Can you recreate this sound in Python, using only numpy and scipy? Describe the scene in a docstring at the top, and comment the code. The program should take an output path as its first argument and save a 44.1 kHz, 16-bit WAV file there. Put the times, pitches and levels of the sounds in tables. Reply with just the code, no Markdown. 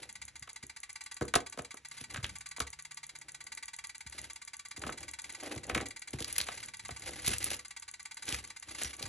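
"""Rubber stamps and a ticking mechanism

A box of wooden rubber stamps is lifted off a work table and set down; a hand then picks through the blocks.
Rough bursts of force ring wood, card edges and tabletop; trains of tiny slips make the dragging sounds.
A small clockwork-like mechanism ticks about 17 times a second, its pace wandering, in a quiet room.
"""
import sys
import numpy as np
from scipy import signal
from scipy.fft import rfft, irfft, next_fast_len
from scipy.io import wavfile
from scipy.ndimage import uniform_filter1d

SR = 44100
rng = np.random.default_rng(int(sys.argv[2]) if len(sys.argv) > 2 else 0)


def master_out(mix):
    """Clip the mix to full scale and print it as 16-bit PCM to the path in sys.argv[1]."""
    frames = np.transpose(np.atleast_2d(mix))
    ceiling = np.clip(frames, -1, 1)
    pcm = np.round(ceiling * 32767).astype(np.int16)
    wavfile.write(sys.argv[1], SR, pcm)


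N = 400428  # length in samples


def amp(db):
    """Turn decibels into a plain multiplier."""
    return 10 ** (np.asarray(db) / 20)


def evened(x):
    """Scale a signal to an average (RMS) strength of 1."""
    return x / np.sqrt(np.mean(x ** 2) + 1e-20)


def read_curve(points, hz):
    """Read a curve between its points, along a logarithmic pitch axis."""
    f, value = np.transpose(points)
    return np.interp(np.log(hz + 1), np.log(f + 1), value)


def add(mix, start_s, sound):
    """Mix a sound in at its start time, cutting off what runs past the end."""
    part = mix[max(round(start_s * SR), 0):][:len(sound)]
    part += sound[:len(part)]


def body(colour, modes=(), size=16384):
    """How an object answers a tap, with energy 1: a broad colour with ringing resonances on it."""
    hz = abs(np.fft.fftfreq(size, 1 / SR))
    # a resonance of 0 dB or less adds nothing
    peaks = sum((amp(2 * max(db, 0)) - 1) / (1 + (2 * (hz - f) / width) ** 2) for f, width, db in modes)
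    log_gain = np.log(amp(read_curve(colour, hz)) * np.sqrt(1 + peaks))
    # the Hilbert transform supplies the phase that lets nothing sound before the tap
    spectrum = np.exp(signal.hilbert(log_gain).conj())
    response = np.fft.ifft(spectrum).real[:size // 2]
    return response / np.linalg.norm(response)


def contact(decay, hold=0, rise=0.00061, size=3000):
    """Force of a rough contact, energy 1: it rises, chatters for a while and dies away (times in s)."""
    t = np.arange(size) / SR
    onset = 1 - np.exp(-t / max(rise, 1 / SR))
    shape = onset * np.exp(-np.maximum(t - hold, 0) / max(decay, 10 / SR))
    force = shape * rng.standard_normal(size)
    for _ in range(2):  # a blow holds all pitches about equally
        spectrum = rfft(force)
        flat = irfft(spectrum / (abs(spectrum) + 1e-12), size)
        force = flat * np.sqrt(shape)
    return force / np.linalg.norm(force)


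def ring(force, response):
    """Let a force sound through the object it acts on."""
    return signal.oaconvolve(force, response)[:N]


def hardened(colour, db_per_octave, pivot_hz):
    """A harder contact tilts a colour towards the treble, within -9 to 6 dB per octave."""
    hz, db = np.transpose(colour)
    return np.column_stack([hz, db + np.clip(db_per_octave, -9, 6) * np.log2(hz / pivot_hz)])


def bending(response, lag):
    """Bending waves in the board: the bass travels slower (lag is the delay in s at 1 kHz)."""
    turns = 2 * lag * np.sqrt(1000 * np.fft.rfftfreq(len(response), 1 / SR))
    return irfft(rfft(response) * np.exp(-2j * np.pi * turns))


def slips(per_s, spread_db):
    """Friction as a dense train of tiny slips of uneven size."""
    size = amp(spread_db * np.minimum(rng.exponential(1, N), 4)) * rng.choice([-1, 1], N)
    return evened(size * (rng.random(N) < per_s / SR))


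# colour of the still room: f/Hz, relative level/dB
AIR_COLOUR = [(20, -25), (60, 3.5), (150, -9.5), (300, -14), (600, -21), (2000, -10.5), (5000, -18),
              (10500, -17.5), (12000, -43), (14000, -58)]


def air(air_db=-68.0):
    """Faint steady hiss of the still room: coloured noise."""
    return amp(air_db) * ring(rng.standard_normal(N), body(AIR_COLOUR))


def hum(hum_db=-75, hz=147.0, waver=0.0044, start_s=1.7, length_s=1.9):
    """A faint low hum comes and goes once in the room, its pitch wavering slightly."""
    out, size = np.zeros(N), round(length_s * SR)
    wander = evened(uniform_filter1d(rng.standard_normal(size), size=6000))
    pitch = hz * (1 + waver * wander)
    tone = signal.windows.tukey(size, .25) * np.sin(2 * np.pi * np.cumsum(pitch) / SR)
    add(out, start_s, amp(hum_db) * evened(tone))
    return out


# the mechanism keeps an even pace from one mark to the next: t/s, beats counted so far
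PACE_MARKS = [(0.027, 0), (0.278, 4), (0.355, 5), (0.83, 12), (0.955, 14), (1.217, 19), (1.768, 28),
              (1.848, 29), (2.354, 37), (2.667, 43), (3.212, 52), (3.283, 53), (3.465, 56), (3.946, 65),
              (4.709, 78), (5.399, 91), (5.808, 98), (5.905, 100), (6.41, 109), (6.736, 115), (7.301, 125),
              (8.168, 140), (8.439, 145), (9.053, 155)]
# resonances of its case: f/Hz, width/Hz, level above the broad colour/dB
CASE_MODES = [(901, 27, 14.5), (1154, 26.5, 19.5), (1512, 42, 24.5), (1704, 420, 11.5), (1944, 32, 20.5),
              (2078, 63, 19), (2288, 55, 16.5), (2388, 114, 10.5), (2769, 25, 14.5), (3346, 56, 12),
              (3830, 82, 12.5), (4030, 25.4, 16.5), (4733, 340, 14.5), (6203, 140, 11), (6790, 120, 11.5),
              (7466, 204, 9)]
# broad colours of the beats and of the thin pings: f/Hz, relative level/dB
BEAT_COLOUR = [(100, -2.5), (550, -15.5), (850, 0), (1500, -8), (2100, 1), (3000, -0.5), (4500, 1),
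               (5300, -1.5), (6500, 3.5), (8200, 11), (10200, 11), (11000, 0.5), (12000, -32), (14000, -57)]
PING_COLOUR = [(300, -49), (1500, -52), (5300, -25), (6300, -1.5), (8000, 0), (9500, 9.5), (10400, 12),
               (11200, -15), (12300, -24), (14000, -57)]
# it strikes harder as it runs faster, and no two beats are quite equal
USUAL_BEAT_S, DB_PER_DOUBLED_PACE, UNEVEN_DB = 0.053, 6.5, 1.04
# its pawl drops with a thin ping this share of the way from each tick to the next tock
PAWL_SHARE = 0.58


def mechanism(tock_db=-15.5, tick_db=-15.0, ping_db=-21.0, alike=0.65):
    """A short tock and a longer tick in turn rattle the case, much alike each time; a ping follows every tick."""
    strokes = [lambda: contact(decay=0.0098, hold=0.003, rise=0.0021),
               lambda: contact(decay=0.0038, hold=0.0121, rise=0.00041)]
    usual = [stroke() for stroke in strokes]
    share = np.clip(alike, 0, 1)
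    beats, pings = np.zeros((2, N))
    marks, counted = np.transpose(PACE_MARKS)
    times = np.interp(np.arange(counted[-1] + 1), counted, marks)
    gaps = np.append(np.diff(times), USUAL_BEAT_S)
    for k, (start, gap) in enumerate(zip(times, gaps)):
        is_tick = k % 2
        db = DB_PER_DOUBLED_PACE * np.log2(USUAL_BEAT_S / gap) + UNEVEN_DB * rng.standard_normal()
        rattle = np.sqrt(share) * usual[is_tick] + np.sqrt(1 - share) * strokes[is_tick]()
        add(beats, start, amp(db + (tock_db, tick_db)[is_tick]) * rattle)
        if is_tick:
            ping = contact(decay=0.0028, hold=0.00066)
            add(pings, start + PAWL_SHARE * gap, amp(db + ping_db) * ping)
    return ring(beats, body(BEAT_COLOUR, CASE_MODES)) + ring(pings, body(PING_COLOUR, CASE_MODES))


# soft pushes that set the tabletop booming: t/s, relative level/dB, f/Hz
THUMPS = [(0.413, -51, 144), (0.63, -48, 176.7), (1.214, -33, 144), (1.354, -33.5, 149), (1.589, -41, 182),
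          (2.013, -48, 151), (2.171, -34.5, 118), (2.23, -37.5, 80.7), (2.607, -38.5, 71),
          (4.057, -46.5, 66), (4.779, -45, 88.8), (4.846, -42, 175), (5.562, -38, 128), (5.763, -36, 117),
          (6.136, -33.5, 140), (6.206, -42, 83), (6.404, -46, 74.5), (6.907, -38.5, 81.4),
          (7.274, -33, 64.6), (8.324, -39, 65), (8.679, -51.5, 75.4), (8.84, -40.5, 71.6),
          (9.039, -39.5, 85)]
# broad colour of the boom, also heard under the slides: f/Hz, relative level/dB
BOOM_COLOUR = [(20, -48), (45, -4.5), (70, -0.5), (130, 1), (220, -7), (450, -28), (1200, -64)]
# resonances of the tabletop and the blocks on it, also used by slides and knocks:
# f/Hz, width/Hz, level above the broad colour/dB
TABLE_MODES = [(67.9, 7.4, 9.5), (103, 4.8, 6), (132, 9.2, 4.5), (154, 22, -4.5), (252, 26, 6),
               (370, 23, 5), (440, 58, -3.5), (484, 33, 8.5), (560, 38, -5.5), (736, 105, 5),
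               (857, 37, 5.5), (1106, 100, 6), (1226, 40, -6), (1280, 40, 7), (1370, 35, -4),
               (1535, 32, 7.5), (1640, 37, 5), (2090, 99, -4), (3620, 54, -11), (3800, 81, 11)]


def thumps(thump_db=22, note_db=8, note_width=0.36):
    """A slow push wakes mostly the low resonances of the table."""
    out = np.zeros(N)
    for start, db, hz in THUMPS:
        push = body(BOOM_COLOUR, [(hz, note_width * hz, note_db)], size=4096)
        add(out, start, amp(db + thump_db) * ring(contact(decay=0.0097, rise=0.0035), push))
    return ring(out, body([(20, 0), (16000, 0.016)], TABLE_MODES))


# strokes of fingers and blocks sliding: t of full pressure/s, time held/s,
# then relative level/dB of the table rumble, the wooden scrape and the dry scratch
STROKES = [(0.0, 0.007, -64, -60, -56), (0.08, 0.28, -69.5, -80.5, -82), (1.97, 0.038, -69, -73.5, -56.5),
           (2.14, 0.0073, -54, -58, -55.5), (2.25, 0.072, -57, -75, -66), (3.12, 0.44, -80, -77, -81),
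           (4.17, 0.061, -63, -63, -54), (4.85, 0.067, -58.5, -53, -61), (5.01, 0.029, -59, -58.5, -59),
           (5.25, 0.24, -71.5, -69.5, -63), (5.44, 0.087, -66, -50.5, -54), (5.7, 0.1, -50.5, -48, -60),
           (6.15, 0.15, -65, -62.5, -62), (6.295, 0.039, -58.5, -63.5, -50.5),
           (6.39, 0.22, -64, -64.5, -53), (6.58, 0.1, -65, -71, -61), (6.82, 0.2, -64, -78, -64),
           (7.028, 0.18, -59, -60.5, -53), (7.275, 0.034, -50, -57, -42), (7.439, 0.074, -55.5, -57, -46),
           (8.286, 0.066, -57, -57.5, -45.5), (8.41, 0.069, -66.5, -71.5, -61.5),
           (8.7, 0.07, -66, -67, -58.5), (8.798, 0.069, -63, -60.5, -48),
           (9.019, 0.047, -56.5, -55.5, -53.5)]
# broad colours of scrape and scratch: f/Hz, relative level/dB
SCRAPE_COLOUR = [(100, -33.5), (280, 3), (550, -4.5), (900, -10.5), (1700, -7), (3500, -13), (8000, -50)]
SCRATCH_COLOUR = [(300, -29), (900, 2.5), (2000, 12), (4000, 10), (5500, 8), (8000, 7.5), (10300, 15.5),
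                  (11400, 3.5), (12500, -41), (15000, -74)]
# hollow resonances of a block dragged over the table: f/Hz, width/Hz, level above the broad colour/dB
HOLLOW_MODES = [(234, 41, 8.5), (349, 25, 7.5), (496, 34, 12.5), (657, 49, 5.5), (763, 160, 11.5),
                (1360, 60, -1), (1760, 73, 4)]
# every stroke swells and fades at the same rates
SWELL_DB_PER_S, FADE_DB_PER_S = 235, 195


def slides(rumble_db=1, scrape_db=1, scratch_db=2, grip_db=4.5):
    """Sliding skin, card and wood scratch on top and rumble through the table; the grip comes and goes."""
    t = np.arange(0, N, 64) / SR  # coarse time steps are enough for slow pressure
    pressure = np.zeros((3, len(t)))
    for full, held, *levels_db in STROKES:
        swell_db = SWELL_DB_PER_S * (full - t)
        fade_db = FADE_DB_PER_S * (t - full - held)
        eased_db = np.maximum(swell_db, fade_db).clip(0)
        pressure = np.maximum(pressure, amp(levels_db)[:, None] * amp(-eased_db))
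    pressure = [np.interp(np.arange(N) / SR, t, track) for track in pressure]
    wander = uniform_filter1d(uniform_filter1d(rng.standard_normal(N), size=400), size=300)
    grip = amp(grip_db * evened(wander))
    rumble = ring(pressure[0] * slips(2000, 1.06), body(BOOM_COLOUR, TABLE_MODES))
    scrape = ring(pressure[1] * grip * slips(1500, 3.9), body(SCRAPE_COLOUR, HOLLOW_MODES))
    scratch = ring(pressure[2] * grip * slips(3500, 3.2), body(SCRATCH_COLOUR))
    return amp(rumble_db) * rumble + amp(scrape_db) * scrape + amp(scratch_db) * scratch


def squeak(squeak_db=-40, start_s=8.843, hz=5780, waver=0.0028, size=1300):
    """A fingertip sticks and slips on a block: one thin, unsteady note."""
    out = np.zeros(N)
    pitch = hz * (1 + waver * evened(uniform_filter1d(rng.standard_normal(size), size=100)))
    note = np.hanning(size) * np.sin(2 * np.pi * np.cumsum(pitch) / SR)
    add(out, start_s, amp(squeak_db) * note)
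    return out


# snaps of cardboard and block edges: t/s, relative level/dB, f/Hz, hardness/dB per octave
SNAPS = [(2.1598, -24, 1570, -11), (2.2427, -16.5, 3270, -6), (2.2524, -30, 1770, -9),
         (6.2233, -22.5, 3430, 0), (6.2443, -21.5, 4700, 0.5), (6.28, -29, 10200, 6),
         (6.326, -19.5, 10400, 5.5), (6.3624, -22.5, 2000, -0.5), (6.3811, -10.5, 11200, 4),
         (6.3838, -17, 10200, -4.5), (6.4025, -17.5, 4340, -5.5), (6.4125, -17, 4230, 1),
         (7.2624, -17, 2230, 3), (7.268, -18, 3590, 2), (7.28, -13, 11000, 6), (7.3818, -18, 8200, 6),
         (7.427, -22, 2030, 0), (7.442, -12.5, 10500, 4), (7.4574, -26, 3600, 8),
         (7.5033, -19.5, 2760, 2.5), (7.5316, -23.5, 2760, 2), (7.544, -25, 1630, 5),
         (8.2804, -28, 3400, -5), (8.324, -18.5, 3180, 0.5), (8.8332, -18.5, 7440, 5),
         (8.8457, -24, 5770, -4.5), (9.026, -20.5, 4300, 0)]
# broad colour of a snap: f/Hz, relative level/dB
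SNAP_COLOUR = [(300, -22), (1000, -11), (2000, 3.5), (4500, 5.5), (7000, 5), (10500, 8.5), (12000, -9),
               (13000, -8), (14600, -41), (16000, -27)]
SNAP_DECAY_S = 0.0029  # how fast the contact of a snap dies away


def snaps(snap_db=10, note_db=9, note_width=0.2):
    """Edges catch and let go, each ringing briefly at its own pitch."""
    out = np.zeros(N)
    for start, db, hz, hardness in SNAPS:
        edge = body(hardened(SNAP_COLOUR, hardness, 4000), [(hz, note_width * hz, note_db)], size=2048)
        force = contact(SNAP_DECAY_S, hold=0.0005, rise=0.00061)
        add(out, start, amp(db + snap_db) * ring(force, edge))
    return out


# wood knocking on wood and table: t/s, relative ring level/dB, f of the struck block/Hz,
# relative crack level/dB, hardness before softening/dB per octave
KNOCKS = [(0.474, -40, 1220, -54, 2), (0.636, -45.5, 354, -62, -8), (1.21, -23, 1530, -43, -7.5),
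          (1.218, -21.5, 436, -58, -4.5), (1.249, -39, 1400, -60, -5.5), (1.338, -15.5, 1480, -29, 1.5),
          (1.3534, -22.5, 1500, -20, 0), (1.3571, -15, 740, -24, -0.5), (1.574, -31, 607, -47, -2),
          (1.589, -27.5, 620, -43, 1), (1.741, -40, 1160, -58, -5), (2.009, -43, 231, -68, -0.5),
          (2.143, -30.5, 1610, -40, 2.5), (2.173, -33, 1640, -59, 4.5), (2.199, -47, 1470, -60, -3),
          (2.581, -37, 950, -57, 0), (2.602, -24, 1350, -26.5, -1), (4.776, -41, 282, -45, 0),
          (4.835, -28.5, 1470, -51, 0), (4.865, -29, 235, -42, 4), (4.891, -27, 1420, -54, -2.5),
          (5.561, -30, 340, -43, -3.5), (5.696, -22.5, 2350, -36.5, -4), (5.747, -17.5, 2170, -29, 2),
          (5.757, -24, 2200, -45, -8), (5.766, -26, 290, -57, 1), (5.776, -22.5, 2160, -36.5, -2),
          (5.801, -29, 458, -49, 3.5), (6.133, -30.5, 343, -41.5, -9), (6.204, -33.5, 470, -35, -5),
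          (6.485, -26, 764, -39, 4.5), (6.889, -32, 750, -50, 1.5), (7.277, -31, 390, -24.5, 0),
          (7.305, -38, 258, -35.5, -7), (8.289, -41, 255, -31.5, -2), (9.006, -39.5, 540, -60, -4)]
# broad colours of the ringing wood and the crack: f/Hz, relative level/dB
WOOD_COLOUR = [(80, -28.5), (170, -6.5), (400, -3.5), (720, -3), (1000, -3), (1500, -4), (2300, -4),
               (3500, -11), (8000, -65)]
CRACK_COLOUR = [(500, 2), (1400, -12), (3500, 6.5), (5500, 5), (7500, 6.5), (10300, 10), (11500, -5),
                (13000, -36), (16000, -49)]
KNOCK_DECAY_S = 0.0042  # how fast the contact of a knock dies away


def knocks(wood_db=14.0, crack_db=22, note_db=8, note_width=0.23, softening_db=2.5):
    """A blow cracks at the contact, rings the block at its own note and spreads through the tabletop."""
    wood, crack = np.zeros((2, N))
    for start, ring_db, hz, high_db, hardness in KNOCKS:
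        tilt = hardness + softening_db * np.log2(hz / 1000)  # low notes come from padded, flat blows
        block = body(hardened(WOOD_COLOUR, tilt, 700), [(hz, note_width * hz, note_db)], size=2048)
        force = contact(KNOCK_DECAY_S, hold=0.0029, rise=0.0012)
        add(wood, start, amp(ring_db + wood_db) * ring(force, block))
        add(crack, start, amp(high_db + crack_db) * contact(KNOCK_DECAY_S, rise=0.00019))
    tabletop = bending(body([(20, 0), (16000, 0)], TABLE_MODES), lag=.0007)
    return ring(wood, tabletop) + ring(crack, body(CRACK_COLOUR))


# time the room takes to fade by 60 dB: f/Hz, t/s
ROOM_T60 = [(80, 0.24), (300, 0.26), (1000, 0.17), (3000, 0.14), (10000, 0.079)]


def room(x, wet_db, apart_db=-9, build=0.0027):
    """Direct sound plus the short tail of a small room, partly shared by both ports (build-up in s)."""
    shared, left, right = rng.standard_normal((3, SR // 2))
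    noise = shared + amp(apart_db) * np.array([left, right])
    hz, t, z = signal.stft(noise, SR, nperseg=256)
    z = z * amp(-60 * t / read_curve(ROOM_T60, hz)[:, None])  # each pitch fades at its own rate
    tail = signal.istft(z * (1 - np.exp(-t / build)), SR, nperseg=256)[1]
    tail = tail / np.linalg.norm(tail[0])
    return x + amp(wet_db) * signal.fftconvolve(x[None], tail, axes=1)[:, :N]


def rocked(pair, hz=820, width_hz=160):
    """Blows shake the microphone stand: around its resonance the two ports move in opposite senses."""
    b, a = signal.iirnotch(hz, hz / max(width_hz, 10), fs=SR)
    # twice the notched sound minus the sound keeps every level but flips the sign at the notch
    return np.array([pair[0], 2 * signal.lfilter(b, a, pair[1]) - pair[1]])


def scene():
    """Mix the quiet background, the mechanism, the handling and the blows, in stereo."""
    background = thumps() + hum() + air()
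    ticking = room(mechanism(), wet_db=-11.5, apart_db=-1, build=0.0051)
    handling = room(snaps() + squeak() + slides(), wet_db=-9.0, apart_db=-4, build=0.0003)
    blows = rocked(room(knocks(), wet_db=-9, apart_db=-5.0, build=0.00088))
    return ticking + blows + handling + background


# the two microphone ports resonate differently: f/Hz, phase by which the left leads/radians
PORT_LEAD = [(0, 0), (1600, 0), (2600, .55), (3700, .6), (4400, 1.3), (4750, 2.3), (5050, 4.1), (5400, 5.9),
             (6000, 6.3), (7000, 7.5), (8500, 9.15), (9500, 9.65), (11000, 11.1), (11800, 12.57)]
EDGE_HZ = 16400  # upper band limit


def record(dry):
    """The ports shift the phase between the channels; then a filter takes away the highest treble."""
    size = next_fast_len(N + 4096)
    lead = np.interp(np.fft.rfftfreq(size, 1 / SR), *np.transpose(PORT_LEAD))
    shift = np.exp(-1j * np.outer([0, 1], lead))  # only the right channel is held back
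    pair = irfft(rfft(dry, size) * shift, size)[:, :N]
    lowpass = signal.firwin(511, EDGE_HZ, window=("kaiser", 9), fs=SR)
    return signal.oaconvolve(pair, lowpass[None], "same")


dry = scene()
out = record(dry)
master_out(out)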